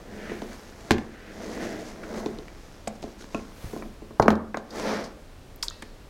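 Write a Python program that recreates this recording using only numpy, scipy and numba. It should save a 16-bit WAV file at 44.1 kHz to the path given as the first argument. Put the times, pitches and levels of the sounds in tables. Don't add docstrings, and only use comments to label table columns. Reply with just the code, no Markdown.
import sys
import numpy as np
from scipy import signal
from scipy.fft import rfft, irfft
from scipy.io import wavfile
from scipy.ndimage import map_coordinates
from numba import njit

SR = 44100
rng = np.random.default_rng(int(sys.argv[2]) if len(sys.argv) > 2 else 0)


def wav_out(sig):
    wavfile.write(sys.argv[1], SR, np.round(np.clip(np.atleast_2d(sig).T, -1, 1) * 32767).astype(np.int16))


N = 268833
TOP_HZ, HIT_SAMPLES = 16000, 22050
TIME = np.arange(N) / SR
AGE = TIME[:HIT_SAMPLES]


def undb(db):
    return 10 ** (np.asarray(db) / 20)


def unit(x):
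    return x / np.sqrt(np.mean(x ** 2))


def burst(x, db):
    return x * undb(db) / np.sqrt(np.sum(x ** 2) / (.02 * SR))


def fade(t60):
    return np.exp(-np.log(1000) * AGE / t60)


def mode(hz, t60):
    return fade(t60) * np.sin(2 * np.pi * hz * AGE)


def colour(x, points):
    hz, db = np.transpose(points)
    grid = np.linspace(1, SR / 2, 2049)
    cepstrum = irfft(np.log(undb(np.interp(np.log(grid), np.log(hz), db))))
    half = len(cepstrum) // 2
    cepstrum[1:half] *= 2
    cepstrum[half + 1:] = 0
    return signal.fftconvolve(x, irfft(np.exp(rfft(cepstrum))))[:len(x)]


def resonate(x, hz, q):
    return signal.lfilter(*signal.iirpeak(min(hz, TOP_HZ), max(q, hz / TOP_HZ * 2), fs=SR), x)


def wander(rate):
    return map_coordinates(rng.standard_normal(4096), [TIME * rate], order=2, mode="wrap")


def grains(rate, spread_db):
    chance, size, sign = rng.random(N), rng.exponential(size=N), rng.standard_normal(N)
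    return unit((chance < rate / SR) * np.sign(sign) * undb(spread_db * np.minimum(size, 5)))


def chatter(t60, rise):
    return np.sign(rng.standard_normal(HIT_SAMPLES)) * fade(t60) * (1 - np.exp(-AGE / rise))


def gesture(t, rise, fall):
    away = np.maximum((t - TIME) / rise, (TIME - t) / fall)
    return undb(-21 * np.minimum(away, 4) ** 1.6)


def mix(cues):
    track = np.zeros(N)
    for t, sound in cues:
        start = int(t * SR)
        track[start:start + len(sound)] += sound[:N - start]
    return track


# f/Hz, level/dB
AIR_EQ = [(12, -36), (20, 0), (79, -10.5), (127, -14), (210, -16), (527, -18.5), (802, -25), (5380, -37.5),
          (16000, -49.5)]

def room_tone():
    hum = unit(resonate(resonate(rng.standard_normal(N), 82.8, q=8.9), 82.8, q=8.9))
    air = unit(colour(rng.standard_normal(N), AIR_EQ))
    return undb(-46) * air + undb(-60) * hum


# f/Hz, level/dB, t60/s
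SHELL_MODES = [(127, -12.5, 0.11), (219, 0.5, 0.076), (253, 1.5, 0.061), (315.6, 4, 0.031), (428, -5, 0.11),
               (523, -9, 0.072), (680, -12, 0.058), (741, -9.5, 0.042), (1052, -13.5, 0.087),
               (1430, -23, 0.063)]
# f/Hz, level/dB
SCRAPE_EQ = [(110, -32.5), (160, -5.5), (205, 5), (290, -4.5), (410, -2), (560, -5.5), (675, -4),
             (810, -14), (1550, -19.5), (2100, -18.5), (2900, -46), (5000, -43.5)]
# t/s, rise and fall/s, level/dB
EDGE_GRATES = [(0.29, 0.21, -43), (1.23, 0.28, -49.5), (1.66, 0.26, -45)]
# t/s, rise/s, fall/s, scrape level/dB, rustle gain/dB
CASE_PUSHES = [(0.31, 0.55, 0.39, -40.5, -58), (0.9, 0.17, 0.29, -45.5, -56.5),
               (1.65, 0.5, 0.36, -34.5, -49), (2.179, 0.25, 0.28, -36, -53), (4.77, 0.074, 0.1, -33, -49.5)]

def drag():
    slips = grains(rate=4500, spread_db=1.8) * undb(wander(30))
    feet = unit(colour(slips, SCRAPE_EQ))
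    shell = unit(sum(undb(db) * resonate(slips, hz, q=90) for hz, db, _ in SHELL_MODES))
    panel = unit(resonate(slips, 136, q=3.1))
    scrape = unit(feet + undb(-14.5) * shell + undb(-16.5) * panel)
    edge = unit(resonate(resonate(slips, 1530, q=1.2), 1530, q=1.2))
    pushing = sum(undb(db) * gesture(t, rise, fall) for t, rise, fall, db, _ in CASE_PUSHES)
    grating = sum(undb(db) * gesture(t, width, width) for t, width, db in EDGE_GRATES)
    return scrape * pushing + edge * grating


LID_LIFT = gesture(4.91, rise=0.2, fall=0.19)
# f/Hz, level/dB
SLEEVE_EQ = [(1500, 2), (3000, -3.5), (4500, -0.5), (6500, 0.5), (8500, -9.5), (12000, -14.5), (16000, -35)]
BRUSH_EQ = [(2000, -0.5), (6000, -12.5), (10000, -8), (16000, -12)]
RUB_EQ = [(100, -21), (210, 5), (320, 1.5), (520, 1), (850, -5), (1500, -8.5), (2200, -11.5), (2800, -20),
          (6000, -18), (8000, -50)]
# t/s, rise and fall/s, rustle gain/dB
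GRIP_CHANGES = [(0.58, 0.44, -58), (1.87, 0.1, -54.5), (2.66, 0.48, -60.5), (2.957, 0.013, -57.5),
                (3.07, 0.082, -58), (3.221, 0.064, -53.5), (3.38, 0.16, -53.5), (3.72, 0.28, -56)]
# t/s, rise/s, fall/s, level/dB
CHEST_BRUSHES = [(0.5, 0.5, 0.43, -58.5), (3.66, 0.21, 0.31, -51), (4.85, 0.16, 0.14, -56)]

def rustle():
    sleeve = unit(colour(grains(rate=7000, spread_db=0), SLEEVE_EQ)) * undb(-1.5 + wander(40))
    scratch = unit(colour(grains(rate=1300, spread_db=3) * undb(3.5 * wander(30)), SLEEVE_EQ))
    fumble = unit(colour(grains(rate=190, spread_db=1.5), RUB_EQ)) * undb(2 * wander(9.8))
    brush = unit(colour(rng.standard_normal(N), BRUSH_EQ))
    pushing = sum(undb(db) * gesture(t, rise, fall) for t, rise, fall, _, db in CASE_PUSHES)
    gripping = sum(undb(db) * gesture(t, width, width) for t, width, db in GRIP_CHANGES)
    reaching = sum(undb(db) * gesture(t, rise, fall) for t, rise, fall, db in CHEST_BRUSHES)
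    arms = pushing + gripping + undb(-44.5) * LID_LIFT
    return arms * (sleeve + undb(-0.5) * scratch + undb(6.5) * fumble) + reaching * brush


# f/Hz, level/dB
CLACK_EQ = [(150, -23), (400, 4.5), (900, 1), (1500, -2.5), (2300, -2.5), (2900, -11), (6000, -17)]
CRACK_EQ = [(500, -3), (2800, -4), (4000, -3), (5200, -7.5), (6600, -8), (7600, -16), (11000, -24.5),
            (16000, -30)]

def blow(db, clack_hz, thud_db, crack_db):
    scatter = rng.standard_normal((len(SHELL_MODES), 2))
    thud = sum((-1) ** k * undb(mode_db + 1.25 * drive) * mode(hz * (1 + 0.0064 * detune), t60)
               for k, ((hz, mode_db, t60), (drive, detune)) in enumerate(zip(SHELL_MODES, scatter)))
    impact = burst(signal.unit_impulse(HIT_SAMPLES), 0) + burst(chatter(t60=.024, rise=.0005), 2)
    clack = resonate(colour(impact, CLACK_EQ), clack_hz, q=0.82)
    clack = signal.sosfilt(signal.butter(4, 2 * clack_hz, fs=SR, output="sos"), clack)
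    attack = chatter(t60=.009, rise=.0012)
    loose_parts = undb(-22.5) * chatter(t60=0.089, rise=0.0048)
    crack = colour(attack + loose_parts, CRACK_EQ)
    return burst(thud, db + thud_db) + burst(clack, db) + burst(crack, db + crack_db)


# t/s, level/dB, clack f/Hz, relative crack level/dB
CASE_KNOCKS = [(0.316, -37.5, 385, -31), (0.419, -39.5, 520, -10.5), (0.908, -21, 1290, -4),
               (0.9167, -31.5, 1290, 2), (0.982, -38.5, 1700, -5), (2.260, -33, 380, -10),
               (2.386, -44.5, 418, -4.5), (2.873, -46, 457, 3), (3.027, -45.5, 560, -3),
               (3.038, -39.5, 450, -14), (3.346, -32, 760, -11), (3.519, -55, 970, -19),
               (3.733, -40, 244, -36), (3.763, -37.5, 397, -33), (3.823, -42.5, 1250, -25),
               (3.855, -45.5, 615, -26), (4.02, -47, 330, -26), (4.108, -48, 620, -32),
               (4.258, -27.5, 450, -24), (4.327, -26.5, 604, -35), (5.824, -47.5, 724, -2)]

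def knocks():
    return mix((t, blow(db, hz, thud_db=4.5, crack_db=crack_db)) for t, db, hz, crack_db in CASE_KNOCKS)


# t/s, level/dB, f/Hz, t60/s
TICKS_AND_TAIL = [(0.516, -49.5, 1550, 0.091), (2.033, -43.5, 1510, 0.052), (2.481, -50, 1900, 0.02),
                  (2.874, -30.5, 700, 0.032), (2.876, -41.5, 7550, 0.021), (3.021, -54, 5800, 0.07),
                  (3.221, -57, 3470, 0.068), (4.22, -39.5, 4500, 0.054), (4.281, -32, 2170, 0.025),
                  (4.354, -51, 4200, 0.015), (4.705, -47, 4760, 0.052), (5.039, -44.5, 5100, 0.11),
                  (5.56, -56, 14000, 0.007), (5.6259, -29, 5180, 0.046), (5.628, -47.5, 11000, 0.15),
                  (5.636, -42, 7200, 0.12), (5.687, -46.5, 4200, 1), (5.7, -47.5, 7100, 0.0042),
                  (5.708, -47.5, 1200, 0.0084), (5.822, -43.5, 1950, 0.034), (5.822, -52.5, 8300, 0.018)]

def ticks_and_tail():
    cues = []
    for t, db, hz, t60 in TICKS_AND_TAIL:
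        band = resonate(chatter(t60, rise=0.0007), hz, q=4.3)
        cues.append((t, burst(resonate(band, hz, q=0.41), db)))
    return mix(cues)


# t/s, level/dB, f/Hz, t60/s
LOW_BUMPS = [(0.906, -32, 78, 0.28), (0.909, -22.5, 337, 0.049), (0.910, -28.5, 150, 0.06),
             (2.876, -37, 219, 0.15), (3.643, -35, 132, 0.018), (4.199, -23, 136, 0.079),
             (4.284, -31, 78.7, 0.5)]

def bumps():
    return mix((t, burst(mode(hz, t60), db)) for t, db, hz, t60 in LOW_BUMPS)


# t/s, level/dB, f/Hz, t60/s
FITTING_PINGS = [(3.347, -41.5, 2560, 0.034), (3.348, -40.5, 1071, 0.067), (3.348, -43.5, 1367, 0.18),
                 (5.715, -54.5, 1890, 0.74), (5.715, -57, 2650, 0.5), (5.687, -62, 4400, 0.9)]

def pings():
    return mix((t, burst(mode(hz, t60), db)) for t, db, hz, t60 in FITTING_PINGS)


def pitch_dive(first_hz, last_hz, glide, t60, rise):
    hz = last_hz + (first_hz - last_hz) * np.exp(-AGE / glide)
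    return fade(t60) * (1 - np.exp(-AGE / rise)) * np.sin(2 * np.pi * np.cumsum(hz) / SR)


# f/Hz, level/dB, t60/s
RIM_MODES = [(504, 5.5, 0.039), (800, 1, 0.05), (908, 0.5, 0.2), (1100, 4, 0.11), (1258, 0, 0.086),
             (1455, -0.5, 0.095), (1580, 5.5, 0.053), (2040, 0.5, 0.057)]

def rim(clack_hz):
    ring = sum((-1) ** k * undb(db) * mode(hz, t60) for k, (hz, db, t60) in enumerate(RIM_MODES))
    return resonate(ring, clack_hz, q=2.2)


# t/s, level/dB, first f/Hz, last f/Hz, glide/s, t60/s, clack f/Hz,
# relative clack level/dB, relative rim level/dB, slap delay/s, slap level/dB
CATCH_SNAPS = [(4.1976, -15, 1164, 463, 0.0027, 0.044, 690, -5.5, -5, 0.0275, -27),
               (4.2808, -9.5, 2105, 206, 0.001413, 0.045, 1230, -7, -11.5, 0.023, -20.5),
               (4.544, -28, 2000, 410, 0.00196, 0.029, 1190, -3.5, -7, 0.027, -30)]

def latches():
    cues = []
    for t, db, first_hz, last_hz, glide, t60, clack_hz, clack_db, rim_db, delay, slap_db in CATCH_SNAPS:
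        wall = burst(pitch_dive(first_hz, last_hz, glide, t60, rise=0.00074), db)
        ring = burst(rim(clack_hz), db + rim_db)
        clack = blow(db + clack_db, clack_hz, thud_db=-3, crack_db=-22)
        click = burst(resonate(chatter(t60=0.0084, rise=0.00087), 5770, q=11), db - 30.5)
        scuff = burst(resonate(chatter(t60=0.19, rise=0.001), 13000, q=2.3), db - 38.5)
        slap = blow(slap_db, clack_hz=890, thud_db=-1, crack_db=-11)
        cues += [(t, wall + ring + clack + click + scuff), (t + delay, slap)]
    return mix(cues)


def lid_rub():
    slips = grains(rate=5000, spread_db=0.5)
    hollow = unit(resonate(slips, 510, q=3))
    rub = unit(unit(colour(slips, RUB_EQ)) + undb(-7.5) * hollow)
    return undb(-26.5) * rub * LID_LIFT


# t/s, level/dB, first f/Hz, last f/Hz, glide/s, t60/s
SHARP_CLICKS = [(5.6276, -37.5, 6480, 920, 0.00195, 0.059), (5.683, -32, 6300, 3310, 0.00048, 0.0036)]

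def sharp_clicks():
    return mix((t, burst(pitch_dive(first_hz, last_hz, glide, t60, rise=0.001), db))
               for t, db, first_hz, last_hz, glide, t60 in SHARP_CLICKS)


# f/Hz, t60/s, level/dB
REVERB_BANDS = [(83.5, 0.17, -0.5), (217, 0.57, -7), (328, 0.49, -5.5), (570, 0.4, -7.5), (1220, 0.47, -10),
                (2780, 0.21, -9.5), (6100, 0.18, -19), (12000, 0.093, -20)]

def reverb(x):
    hz, t60, db = np.transpose(REVERB_BANDS)
    grid = np.log(np.linspace(1, SR / 2, HIT_SAMPLES // 2 + 1))
    noise = rfft(rng.standard_normal(HIT_SAMPLES))
    tail = 0
    for share, decay, gain in zip(np.eye(len(hz)), t60, undb(db)):
        shape = fade(decay) * (1 - np.exp(-(AGE / 0.0064) ** 2))
        band = irfft(noise * np.interp(grid, np.log(hz), share))
        tail = tail + gain * band * shape / np.sqrt(np.sum(shape ** 2))
    return signal.fftconvolve(x, tail)[:N]


def scene():
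    case = knocks() + latches() + bumps() + pings() + drag() + lid_rub()
    direct = case + ticks_and_tail() + sharp_clicks() + rustle()
    return (direct + reverb(direct) + room_tone())[None]


@njit
def follow(x, attack_s, release_s):
    out, level = np.empty(len(x)), 0.
    for i in range(len(x)):
        lag = attack_s if abs(x[i]) > level else release_s
        level += (abs(x[i]) - level) / (lag * SR)
        out[i] = level
    return out


def record(dry):
    envelope = follow(dry[0], attack_s=0.016, release_s=0.3)
    threshold = undb(-28.5)
    gain = np.minimum(1, threshold / (envelope + 1e-9)) ** 0.22
    high_cut = signal.ellip(10, .2, 70, TOP_HZ, fs=SR, output="sos")
    return signal.sosfilt(high_cut, np.clip(dry * gain, -1, 1))


dry = scene()
out = record(dry)
wav_out(out)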